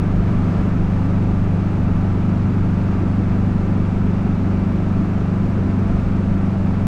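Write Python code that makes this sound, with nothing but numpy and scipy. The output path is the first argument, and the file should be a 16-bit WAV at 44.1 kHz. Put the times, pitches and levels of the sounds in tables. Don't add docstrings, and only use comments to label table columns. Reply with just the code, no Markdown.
import sys
import numpy as np
from scipy import signal
from scipy.fft import rfft, irfft, next_fast_len
from scipy.io import wavfile

SR = 44100
rng = np.random.default_rng(int(sys.argv[2]) if len(sys.argv) > 2 else 0)


def master_out(mix):
    frames = np.transpose(np.atleast_2d(mix))
    ceiling = np.clip(frames, -1, 1)
    pcm = np.round(ceiling * 32767).astype(np.int16)
    wavfile.write(sys.argv[1], SR, pcm)


N = 302956

GOVERNED_RPM = 2916


def from_db(db):
    return 10 ** (np.asarray(db) / 20)


def rms_one(x):
    return x / np.sqrt(np.mean(x ** 2) + 1e-20)


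def in_time(rows):
    s, *columns = np.transpose(rows)
    return [np.interp(np.arange(N) / SR, s, c) for c in columns]


def coloured(x, spectrum):
    hz, db = np.transpose(spectrum)
    size = next_fast_len(N + SR // 4)
    f = np.maximum(np.fft.rfftfreq(size, 1 / SR), 1)
    gain = from_db(np.interp(np.log(f), np.log(hz), db))
    ends = np.minimum(1, np.minimum(f / hz[0], hz[-1] / f)) ** 2
    return rms_one(irfft(rfft(x, size) * gain * ends, size)[:N])


def drift(rate):
    step = 40
    warm_up = 2000
    r = np.exp(-2 * np.pi * rate * step / SR)
    noise = rng.standard_normal(N // step + warm_up + 2)
    slow = signal.lfilter([1], [1, -2 * r, r * r], noise)[warm_up:]
    return np.interp(np.arange(N) / step, np.arange(len(slow)), rms_one(slow))


def stroke(cycle, centre, width):
    offset = (cycle - centre + .5) % 1 - .5
    return np.exp(-.5 * (offset / width) ** 2)


def swells(rows):
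    t = np.arange(N) / SR
    return sum(db * np.exp(-.5 * ((t - s) / length) ** 2) for s, db, length in rows)


def exhaust(cycle, uneven_db, waver_db):
    # multiple of the firing rate, starting level/dB, level slope/(dB/s)
    orders = [(1, -36.5, 0.5), (2, -32, 0), (3, -33.5, 0), (4, -21, -0.24), (5, -26.5, -0.66),
              (6, -36, 0.5), (7, -23, -0.69), (8, -27, 0.7051), (9, -34, 0), (10, -36, 0), (11, -46.5, 0.5),
              (12, -48.5, 0.5), (13, -42.5, 0), (14, -43.5, -0.5), (15, -50, 0.5), (17, -47, 0)]
    # f/Hz, width/Hz
    muffler = [(100, 10), (159, 104), (214, 49)]
    t = np.arange(N) / SR
    firing_hz = GOVERNED_RPM / 120
    out = np.zeros(N)
    for k, db, db_per_s in orders:
        lag = sum(2 * np.arctan(2 * (k * firing_hz - hz) / width) for hz, width in muffler)
        level_db = db + db_per_s * t + waver_db * drift(3.6)
        out += from_db(level_db) * np.cos(2 * np.pi * k * cycle - lag)
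    firing_strength = from_db(uneven_db * drift(11))
    return np.sqrt(2) * out * firing_strength


def intake(cycle, level_db):
    # f/Hz, relative gain/dB
    intake_colour = [(220, -10.5), (285, 0), (320, -4), (385, -3), (470, -15), (800, -30)]
    gulps = rng.standard_normal(N) * stroke(cycle, 0.629, 0.076)
    return from_db(level_db) * coloured(gulps, intake_colour)


def valves(cycle, tick_db):
    # f/Hz, relative gain/dB
    valve_colour = [(600, -10.5), (1200, 6.5), (1600, -3.5), (2400, -14), (3500, -22), (7000, -35)]
    seats = stroke(cycle, .81, 0.016) + 1.2 * stroke(cycle, .48, 0.033)
    return from_db(tick_db) * coloured(rng.standard_normal(N) * seats, valve_colour)


def transaxle(cycle, wobble):
    # f at governed speed/Hz, level/dB
    whine = [(680, -53.5), (729, -53.5), (1168, -53), (1290, -56.5), (1314, -63), (1360, -60.5),
             (2291, -62)]
    turned_s = cycle * 120 / GOVERNED_RPM
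    out = np.zeros(N)
    for hz, db in whine:
        phase = 2 * np.pi * hz * turned_s + wobble * drift(4.5)
        out += from_db(db + 1.9 * drift(6.4)) * np.cos(phase)
    return np.sqrt(2) * out


def jingle(cycle, level_db, uneven_db):
    # f/Hz, relative gain/dB
    jingle_colour = [(11600, -26.5), (12300, -2.5), (12800, -5), (13600, -22.5)]
    unevenness = from_db(uneven_db * np.clip(drift(15), -2, 2))
    shakes = (.8 + stroke(cycle, .6, .12)) * unevenness
    return from_db(level_db) * coloured(rng.standard_normal(N) * shakes, jingle_colour)


def tyres(rough_db, texture_db):
    # f/Hz, relative gain/dB
    road_colour = [(80, 2), (300, 5.5), (480, 0.5), (700, -3), (950, -4), (1080, -8.5), (1300, -6.5),
                   (1850, -13), (2650, -17), (3100, -23), (4500, -28.5), (6400, -33.5), (8700, -43),
                   (11500, -51)]
    # f/Hz, width/Hz, lift/dB
    panels = [(572, 34, 3.5), (668.5, 20, 5), (797, 61, 2.5), (1008, 17, 3), (1169, 120, 3), (1348, 38, 3),
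              (1580, 87, 1.5), (2660, 70, 0.5), (2730, 57, 0)]
    smooth_db, slope_db_per_s = -31, -0.0571
    road_db = smooth_db + slope_db_per_s * np.arange(N) / SR + rough_db
    roar = coloured(rng.standard_normal(N), road_colour)
    for hz, width, lift_db in panels:
        b, a = signal.iirpeak(hz, hz / width, fs=SR)
        roar = roar + (from_db(lift_db) - 1) * signal.lfilter(b, a, roar)
    return from_db(road_db + texture_db * drift(14)) * rms_one(roar)


def grit(cycle, rough_db, grains_per_s, spread_db, shake):
    # f/Hz, relative gain/dB
    grit_colour = [(2500, -1), (5000, 5), (8500, 4), (9700, -7), (10800, -4.5), (11500, -14.5),
                   (13000, -16.5), (15500, -15)]
    smooth_db = -66.5
    grit_per_roar = 1.8
    born = rng.random(N) < grains_per_s / SR
    sizes = from_db(spread_db * np.minimum(rng.exponential(1, N), 5))
    impulses = born * sizes * rng.choice([-1, 1], N)
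    shaken = impulses * (1 + shake * stroke(cycle, 0.66, .13))
    return from_db(smooth_db + grit_per_roar * rough_db) * coloured(shaken, grit_colour)


def rumble(level_db):
    # f/Hz, relative gain/dB
    rumble_colour = [(40, -2), (80, -3.5), (120, -1), (190, 0), (260, 1.5), (310, -7), (380, -12.5),
                     (480, -23.5)]
    return from_db(level_db) * coloured(rng.standard_normal(N), rumble_colour)


def bumps():
    # t/s, level/dB, half-length/s
    road_bumps = [(0.193, -19, 0.042), (5.97, -19.5, 0.067)]
    # f/Hz, relative gain/dB
    bump_colour = [(25, -13), (40, 7.5), (62, -5), (90, -20), (150, -18), (300, -37)]
    t = np.arange(N) / SR
    heave = sum(from_db(db) * np.exp(-.5 * ((t - s) / length) ** 2) for s, db, length in road_bumps)
    return heave * coloured(rng.standard_normal(N), bump_colour)


def airstream(buffet_db):
    # f/Hz, relative gain/dB
    wind_colour = [(10, -8), (17, 0), (28, -6), (38, -12), (58, -10.5), (100, -21), (200, -33), (500, -58)]
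    # t/s, lift/dB, half-length/s
    gusts = [(.4, 4.5, .2), (.83, 5.5, .07), (1.35, 4, .17), (1.9, 8, 0.045), (6.12, 10, .05)]
    between_gusts_db = -30
    wind_db = between_gusts_db + swells(gusts) + buffet_db * drift(3.4)
    return from_db(wind_db) * coloured(rng.standard_normal(N), wind_colour)


def scene():
    # t/s, speed above governed/rpm
    speed = [(0, 12), (1.8, 1), (2.7, 10.1), (4.4, -3), (5.4, 2.6), (5.85, -18.3), (6.87, -27.3)]
    # t/s, lift/dB, half-length/s
    rough_patches = [(.33, 1.1, .07), (.56, 2, 0.083), (.93, .9, 0.046), (2.9, 0.6, .09), (5.95, 1, 0.083)]
    extra_rpm, = in_time(speed)
    start_cycle = .632
    cycle = start_cycle + np.cumsum(GOVERNED_RPM + extra_rpm) / (120 * SR)
    rough_db = swells(rough_patches)
    engine = exhaust(cycle, uneven_db=0.32, waver_db=0.84)
    engine += intake(cycle, level_db=-37.0) + valves(cycle, tick_db=-51)
    drive = transaxle(cycle, wobble=1.0) + jingle(cycle, level_db=-81.5, uneven_db=1.4)
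    road = tyres(rough_db, texture_db=0.16)
    road += grit(cycle, rough_db, grains_per_s=5100, spread_db=1.0, shake=0.45)
    road += rumble(level_db=-26) + bumps()
    return (engine + drive + road + airstream(buffet_db=1.1))[None]


def record(dry):
    ceiling, cutoff_hz = 0.43, 15700
    rounded = dry / (1 + (dry / ceiling) ** 8) ** (1 / 8)
    low_pass = signal.ellip(10, .1, 80, cutoff_hz, fs=SR, output="sos")
    return signal.sosfilt(low_pass, rounded)


dry = scene()
out = record(dry)
master_out(out)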